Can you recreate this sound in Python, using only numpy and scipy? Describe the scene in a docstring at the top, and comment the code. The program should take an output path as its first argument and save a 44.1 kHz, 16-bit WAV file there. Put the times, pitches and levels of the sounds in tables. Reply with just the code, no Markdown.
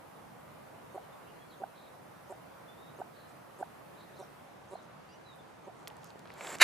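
"""A garden hushes and far birds sing. From about 1 s a small wild mammal, close by in a wire cage,
gives eight faint barking chirps, each a short creak of the throat that ends in a hollow pip.
Near 5.9 s its claws start to tick on the cage and its fur brushes the wire. At 6.3 s it hisses
through its opening mouth, and in the last instant it breaks into a loud, harsh bark."""
import sys
import numpy as np
from scipy import signal
from scipy.fft import rfft, irfft
from scipy.io import wavfile
from scipy.ndimage import uniform_filter1d

SR = 44100
rng = np.random.default_rng(int(sys.argv[2]) if len(sys.argv) > 2 else 0)


def materialize(psi):
    """Save the field psi as 16-bit PCM at rate SR to the path in sys.argv[1].

    A 1-D psi becomes a single channel; in a 2-D psi each row is a channel.
    """
    bounded = np.clip(np.atleast_2d(psi).T, -1, 1)
    quanta = np.round(bounded * 32767).astype(np.int16)
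    wavfile.write(sys.argv[1], SR, quanta)


N = 292721


def gain_of(db):
    """Decibels to gain."""
    return 10 ** (np.asarray(db) / 20)


def unit_rms(x):
    """Scaled to rms 1."""
    return x / np.sqrt(np.mean(x ** 2) + 1e-20)


def ramp(t, start, length):
    """Rises evenly from 0 to 1 over length, beginning at start."""
    return np.clip((t - start) / length, 0, 1)


def curve_at(points, hz):
    """Reads a curve on a log-frequency axis."""
    f, value = np.transpose(points)
    return np.interp(np.log(hz + 1), np.log(f + 1), value)


def add(mix, s, sound):
    """Mixes a sound in at time s."""
    part = mix[max(round(s * SR), 0):][:len(sound)]
    part += sound[:len(part)]


def eq(x, points, size=4096):
    """Causal filter of unit energy, shaped by points of f/Hz, level/dB."""
    log_gain = np.log(gain_of(curve_at(points, abs(np.fft.fftfreq(size, 1 / SR)))))
    ring = np.fft.ifft(np.exp(np.conj(signal.hilbert(log_gain)))).real[:size // 2]
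    return signal.fftconvolve(x, ring / np.linalg.norm(ring))[:len(x)]


def wander(count, hz):
    """Smooth random modulation, rms about 1, moving at up to about hz."""
    f = np.fft.rfftfreq(SR, 1 / SR)
    return unit_rms(irfft(rfft(rng.standard_normal(SR)) * np.exp(-(f / hz) ** 2), SR))[:count]


def pan(x, right_db):
    """Mono to stereo, louder on the right by right_db."""
    return x * gain_of([[-right_db / 2], [right_db / 2]])


def reverb(x, t60, predelay):
    """Scattered reflections, different at each ear."""
    t = np.arange(SR // 2) / SR
    taps = rng.standard_normal((2, len(t))) * gain_of(-60 * t / t60) * (t > predelay)
    return signal.fftconvolve(x[None], taps / np.linalg.norm(taps[0]), axes=1)[:, :N]


# tone of the background bed: f/Hz, relative level/dB
GARDEN_EQ = [(22, -32), (40, -35), (72, -11), (150, -0.5), (250, -8), (400, -10), (560, -7), (800, -7),
             (1250, -10.5), (2000, -18.5), (3200, -25), (5500, -30), (12000, -34.5), (14800, -47.5)]
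# its stereo width: f/Hz, left-right correlation
GARDEN_CORRELATION = [(60, 0.78), (130, 1), (290, -0.3), (630, 0.0014), (1370, 0.37), (3000, 0.13),
                      (6550, 0.32), (14300, -0.71)]
# its balance: f/Hz, left over right/dB
GARDEN_BALANCE = [(100, 0.47), (370, -1.2), (900, -2.13), (2300, -0.67), (7800, -0.98), (14300, 1)]
# slow fader ride on its mids, taken about the mean: t/s, level/dB
HUSH_RIDE = [(0.0, -57), (0.37, -57), (1.14, -55.5), (1.75, -58), (2.56, -56.5), (3.44, -57), (3.96, -56),
             (5.51, -58), (6.3, -55.5)]


def garden(level_db=-55, patchy_db=1.0, hush_lift_db=2.3):
    """Distant rumble and wide hush. A faint high background hiss is turned down from about 4.4 s."""
    frames, hz = N // 512 + 5, np.fft.rfftfreq(2048, 1 / SR)
    t = np.arange(frames) * 512 / SR
    a, b, c, d, patches = rng.standard_normal((frames, len(hz), 5)).T
    patches = unit_rms(uniform_filter1d(uniform_filter1d(patches, size=16, axis=0), size=8, axis=1))
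    shared = np.clip(curve_at(GARDEN_CORRELATION, hz), -1, 1)[:, None]
    left = a + 1j * b
    right = shared * left + np.sqrt(1 - shared ** 2) * (c + 1j * d)
    balance = gain_of(np.outer([.5, -.5], curve_at(GARDEN_BALANCE, hz)))[:, :, None]
    spectra = np.array([left, right]) * balance / np.sqrt(.744 + shared)
    # each band follows the two rides to its own depth
    s, ride_db = np.transpose(HUSH_RIDE)
    hush_ride = np.interp(t, s, ride_db - ride_db.mean() + hush_lift_db)
    high_hiss_ride = 6.8 - 11.1 * ramp(t, start=4.35, length=.35)
    hush = np.outer(curve_at([(200, .52), (600, .9), (2000, .95), (6000, .25)], hz), hush_ride)
    high_hiss = np.outer(curve_at([(4000, .0055), (8000, .12), (12500, .65)], hz), high_hiss_ride)
    spectra *= gain_of(curve_at(GARDEN_EQ, hz)[:, None] + hush + high_hiss + patchy_db * patches)
    air = signal.istft(spectra, nperseg=2048, noverlap=1536)[1][:, :N]
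    return gain_of(level_db) * air / air.mean(0).std()


def whistle(length, first_hz, middle_hz, last_hz, level_db, buzz):
    """A gliding tone; buzz shakes its pitch into a blurred twitter."""
    u = np.linspace(0, 1, round(length * SR))
    glide = np.polyval(np.polyfit([0, .5, 1], [first_hz, middle_hz, last_hz], 2), u)
    hz = glide * (1 + .095 * buzz * wander(len(u), 380))
    flutter = gain_of(2.5 * wander(len(u), 45))
    fade = signal.windows.tukey(len(u), .4)
    return gain_of(level_db) * unit_rms(np.sin(2 * np.pi * np.cumsum(hz) / SR) * flutter * fade)


def warble(start_s=.89, length_s=.75, notes_per_s=8, note_s=.04, centre_hz=3330):
    """A bird's run of short notes, growing louder, each sliding up or down around its own pitch."""
    out = np.zeros(N)
    starts = np.arange(0, length_s, 1 / notes_per_s)
    for s, (late, pitch, slide) in zip(starts, rng.uniform(-.91, 1, (len(starts), 3))):
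        hz, glide = centre_hz * (1 + .17 * pitch), .049 * slide
        level_db = np.interp(s, [0, length_s], [-70, -67])
        note = whistle(note_s, hz * (1 - glide), hz, hz * (1 + glide), level_db, buzz=.2)
        add(out, start_s + s + late * note_s / 2, note)
    return out


# slurred bird whistles: t/s, length/s, first f/Hz, last f/Hz, pre-fader level/dB, buzz/0-1
BIRD_SLURS = [(1.269, 0.046, 2650, 2880, -60, 0.3), (1.404, 0.035, 3180, 3450, -64, 0.2),
              (1.491, 0.065, 4540, 3400, -62, 0.5), (2.675, 0.07, 3410, 3530, -60, 0.03),
              (2.756, .17, 3540, 3780, -63.5, 0.18), (5.071, 0.1, 2560, 3010, -64, 0),
              (5.081, .07, 4580, 4900, -65, .2), (5.104, .07, 5620, 5860, -68.5, .1),
              (5.243, 0.11, 4080, 3510, -58.5, 0.03), (5.387, 0.032, 3540, 3450, -62.5, .05)]
# buzzy twitters that arch in pitch: t/s, length/s, top f/Hz, pre-fader level/dB
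BIRD_TWITTERS = [(1.733, .18, 3940, -63.5), (3.118, 0.17, 4120, -66), (3.957, .1, 4020, -62.5),
                 (4.121, .12, 3970, -63), (4.167, .09, 5800, -65.5), (4.704, .126, 4070, -64.5)]


def birds(slur_arch=1.018, twitter_sag=.07, dry_db=-6.5, wet_db=-11.5):
    """Far songbirds warble, whistle and twitter, blurred by the trees."""
    out = warble()
    for s, length, first_hz, last_hz, level_db, buzz in BIRD_SLURS:
        middle_hz = slur_arch * (first_hz + last_hz) / 2
        add(out, s, whistle(length, first_hz, middle_hz, last_hz, level_db, buzz))
    for s, length, top_hz, level_db in BIRD_TWITTERS:
        ends_hz = top_hz * (1 - twitter_sag)
        add(out, s, whistle(length, ends_hz, top_hz, ends_hz, level_db, buzz=.58))
    trees = reverb(out, t60=.435, predelay=.01074)
    return gain_of(dry_db) * pan(out, right_db=1.5) + gain_of(wet_db) * trees


def brush(length, hz, level_db, grain_db=4):
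    """One rub: a short swell of grainy noise."""
    count = round(length * SR)
    grains = rng.standard_normal(count) * gain_of(grain_db * wander(count, 203))
    sound = eq(grains, [(hz / 2, -22), (hz / 1.2, 0), (hz * 1.1, 0), (hz * 1.7, -14), (hz * 4, -35)])
    return gain_of(level_db) * unit_rms(sound * np.hanning(count))


# fur on the wire: t/s, length/s, centre f/Hz, level/dB
FUR_BRUSHES = [(3.272, .061, 7160, -75), (4.803, .073, 6560, -78), (5.322, .095, 11000, -77.5),
               (5.735, .14, 7500, -77), (5.977, .172, 5950, -70), (6.26, 0.13, 3900, -70)]


def rustles():
    """Fur brushes the wire, and a paw slides on the boards at the first step."""
    out = np.zeros(N)
    for s, length, hz, level_db in FUR_BRUSHES:
        add(out, s, brush(length, hz, level_db))
    add(out, CLAW_STEPS[0][0], brush(length=.078, hz=805, level_db=-58))
    return out


def tick(peak_db, hz, t60, scrape=.16):
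    """One claw lands: a sharp contact and a short, dry scrape."""
    t = np.arange(SR // 20) / SR
    contact = (t == 0) + scrape * rng.standard_normal(len(t)) * gain_of(-60 * t / t60)
    sound = eq(contact, [(hz / 8, -18), (hz / 1.7, -1), (hz * 1.5, -1), (hz * 3, -18), (hz * 8, -40)])
    return gain_of(peak_db) * sound / abs(sound).max()


# firm claw hits: t/s, peak level/dB, centre f/Hz, scrape t60/s
CLAW_STEPS = [(5.8742, -27.5, 2430, 0.011), (5.879, -28.5, 8800, 0.018), (6.0443, -34.5, 8460, .0045),
              (6.1569, -40.5, 600, 0.015), (6.2566, -37, 1290, 0.0076), (6.3037, -34.5, 1450, .0076),
              (6.4090, -29, 1355, .039), (6.471, -30, 2390, 0.013), (6.5860, -30, 4000, .006)]


def claws(shuffle_s=(5.88, 7.2), shuffle_per_s=14):
    """Firm steps on the cage, with lighter random ticks as the animal shifts its feet."""
    out = np.zeros(N)
    for s, peak_db, hz, t60 in CLAW_STEPS:
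        add(out, s, tick(peak_db, hz, t60))
    times = np.arange(*shuffle_s, 1 / shuffle_per_s)
    for s, (late, size, pitch) in zip(times, rng.uniform(-.87, 1, (len(times), 3))):
        light = tick(peak_db=-44 + 3 * size, hz=4200 * 2 ** pitch, t60=.012)
        add(out, s + abs(late) / shuffle_per_s, light)
    return out


# dark tone of the throat, mouth shut: f/Hz, relative level/dB
SHUT_MOUTH_EQ = [(100, -52.5), (230, -0.5), (340, 7.5), (520, 10.5), (760, 2), (1000, 2.5), (1350, -16),
                 (2000, -30), (4000, -76)]
# thin lisp of air through the teeth: f/Hz, relative level/dB
LISP_EQ = [(3000, -20.5), (5800, -14), (7100, 1), (8300, 2), (10000, -0.5), (11500, -15), (14000, -16.5)]


def creak(count, level_db, ring_db, lisp_db, pulse_hz=191, growth_db=8, uneven_db=2.4,
          ring_hz=770, ring_t60=.035):
    """A few throat pulses that grow; air spits before each, and the last leaves the throat ringing."""
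    t = np.arange(-.01, .07, 1 / SR)
    order = np.arange(count)
    starts = order / pulse_hz
    sizes_db = growth_db * (order / order[-1] - 1) + uneven_db * rng.standard_normal(count)
    pulses = np.zeros(len(t))
    pulses[np.searchsorted(t, starts)] = gain_of(sizes_db)
    # each pulse is a rounded push of pressure, muffled by the shut mouth
    muffle = gain_of(curve_at(SHUT_MOUTH_EQ, np.fft.rfftfreq(len(t), 1 / SR)))
    voice = irfft(rfft(pulses) * muffle, len(t))
    after = np.maximum(t - starts[-1], 0)
    ring = np.cos(2 * np.pi * ring_hz * after) * gain_of(ring_db - 60 * after / ring_t60) * after / .0035
    spits = .4 + 2 * np.cos(np.pi * (pulse_hz * t + .3)) ** 8
    puff = np.exp(-((t - starts[-1] / 2) / (.9 * starts[-1])) ** 4)
    flutter = gain_of(3 * wander(len(t), 150))
    air = eq(rng.standard_normal(len(t)), LISP_EQ) * spits * puff * flutter
    return gain_of(level_db) * (voice / abs(voice).max() + ring) + gain_of(lisp_db) * air


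def pip(level_db, full_hz=751.6, full_db=-27.5, sag_hz_per_db=3, half_length_s=.0032, rise_per_s=20):
    """A hollow, rising tone of a few cycles; pushed harder, it sits higher and grows an octave."""
    t = np.arange(-.01, .01, 1 / SR)
    hz = full_hz - sag_hz_per_db * (full_db - level_db)
    phase = 2 * np.pi * np.cumsum(hz * (1 + rise_per_s * t)) / SR
    swell = gain_of(level_db) * np.exp(-abs(t / half_length_s) ** 3)
    return swell * (np.sin(phase) + 4.2 * swell * np.sin(2 * phase))


# chirp cues: first pulse t/s, pulse count, creak level/dB, ring gain on the creak/dB,
# lisp level/dB, pip delay/s, pip level/dB
CHIRP_CUES = [(0.9470, 4, -31.5, -10, -69.5, .0335, -33.5), (1.6043, 4, -31.5, -4, -78, .0346, -28.5),
              (2.3000, 5, -34.5, -6, -65.5, .026, -35), (2.9898, 4, -31, -13, -69.5, .0285, -30),
              (3.5917, 5, -29.5, -11, -65, .0377, -27), (4.1925, 5, -34, -14, -71.5, .0372, -41),
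              (4.7131, 6, -31.5, -29, -66, .0437, -36), (5.6724, 3, -34.5, -10, -72.5, .028, -44)]


def chirps(preroll_s=.01):
    """Each chirp: a thin rising squeak of air, the creak, the pip."""
    out = np.zeros(N)
    for s, count, creak_db, ring_db, lisp_db, pip_delay, pip_db in CHIRP_CUES:
        squeak = whistle(.0226, first_hz=5950, middle_hz=6400, last_hz=6650, level_db=-76, buzz=.15)
        add(out, s - .03, squeak)
        add(out, s - preroll_s, creak(count, creak_db, ring_db, lisp_db))
        add(out, s + pip_delay - preroll_s, pip(pip_db))
    return out


# broad rush of breath: f/Hz, relative level/dB
BREATH_EQ = [(120, -28), (350, 1.5), (700, 4), (1300, 0.5), (2200, -1), (3200, -9.5), (5000, -13.5),
             (9000, -15.5), (12500, -19), (15000, -30)]
# whistling edge at the teeth: f/Hz, relative level/dB
TEETH_EQ = [(5000, -45), (6500, -5), (7300, 7), (7950, 4), (8500, -18), (10000, -35)]


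def hiss(start_s=6.34, attack_s=.155, hold_s=.059, return_s=6.585, slack_db=-12, flutter_db=1.4):
    """Air rushes through the mouth, easing just before the bark; more flow, more whistle at the teeth."""
    t = np.arange(N - round(start_s * SR)) / SR
    slack = ramp(t, attack_s + hold_s, .012) - ramp(t, return_s - start_s, .025)
    flow = ramp(t, 0, attack_s) * gain_of(slack_db * slack)
    breath, teeth = gain_of(-43.5) * flow, gain_of(-52) * flow ** 1.4
    out = np.zeros(N)
    for envelope, tone in [(breath, BREATH_EQ), (teeth, TEETH_EQ)]:
        flutter = gain_of(flutter_db * wander(len(t), 120))
        add(out, start_s, envelope * flutter * eq(rng.standard_normal(len(t)), tone))
    return out


# bright formants of the throat, mouth wide open: f/Hz, relative level/dB
OPEN_MOUTH_EQ = [(100, -36), (240, -26), (360, -7.5), (490, -15.5), (750, -5.5), (1200, -6.5), (1480, 2),
                 (2600, .5), (3100, -4), (3450, -24), (3780, 0), (4400, -4.5), (5400, -19), (6600, -10),
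                 (7600, -13.5), (8900, -32), (9600, -14.5), (11300, -13.5), (11800, -21), (13700, -28),
                 (15000, -39)]


def bark(start_s=6.6005, hz=368.6, jitter=.07, rough=.67, level_db=-13, jolt_db=-16.5, attack_s=.018,
         throb_hz=54.6, throb_db=2.5, shut_hz=1790, opening_s=.015):
    """The throat driven hard: uneven pulses and puffs of turbulence, brighter as the mouth opens."""
    t = np.arange(SR // 20) / SR
    cycles = np.cumsum(hz * (1 + jitter * wander(len(t), 200))) / SR
    pulses = np.diff(np.floor(cycles), prepend=-1)
    puffs = (.5 + np.exp(-(cycles % 1) / .3)) * rng.standard_normal(len(t))
    source = (1 - rough) * unit_rms(pulses) + rough * unit_rms(puffs)
    bright = unit_rms(eq(source, OPEN_MOUTH_EQ))
    dull = signal.lfilter(*signal.butter(1, shut_hz, fs=SR), bright)
    voice = dull + ramp(t, 0, opening_s) * (bright - dull)
    # swells from a first jolt to full effort, throbbing as it goes
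    effort = ramp(t, 0, attack_s)
    throb = np.cos(2 * np.pi * throb_hz * (t - attack_s))
    envelope = gain_of(level_db + jolt_db * (1 - effort) + throb_db * throb * effort)
    out = np.zeros(N)
    add(out, start_s, envelope * voice)
    return out


def delay_right(pair, lag_s=.0000108):
    """Near sound reaches the right microphone port a moment after the left."""
    lag = np.sinc(np.arange(-16, 17) - lag_s * SR) * np.hanning(33)
    return np.array([pair[0], np.convolve(pair[1], lag, "same")])


def scene():
    """The garden and birds behind; the animal up front, a little to the right and nearly dry."""
    calls = chirps()
    outburst = hiss() + bark() + claws() + rustles()
    near = delay_right(pan(calls, right_db=3) + pan(outburst, right_db=1.3))
    reflections = gain_of(-16.5) * reverb(calls + outburst, t60=.03, predelay=.0047)
    return garden() + birds() + reflections + near


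def record(dry, ceiling=.95, cutoff_hz=15400):
    """Soft-clips the loudest peaks, then cuts the extreme top."""
    rounded = dry / (1 + (dry / ceiling) ** 4) ** .25
    lowpass = signal.firwin(255, cutoff_hz, window=("kaiser", 8), fs=SR)
    return signal.oaconvolve(rounded, lowpass[None], "same")


dry = scene()
out = record(dry)
materialize(out)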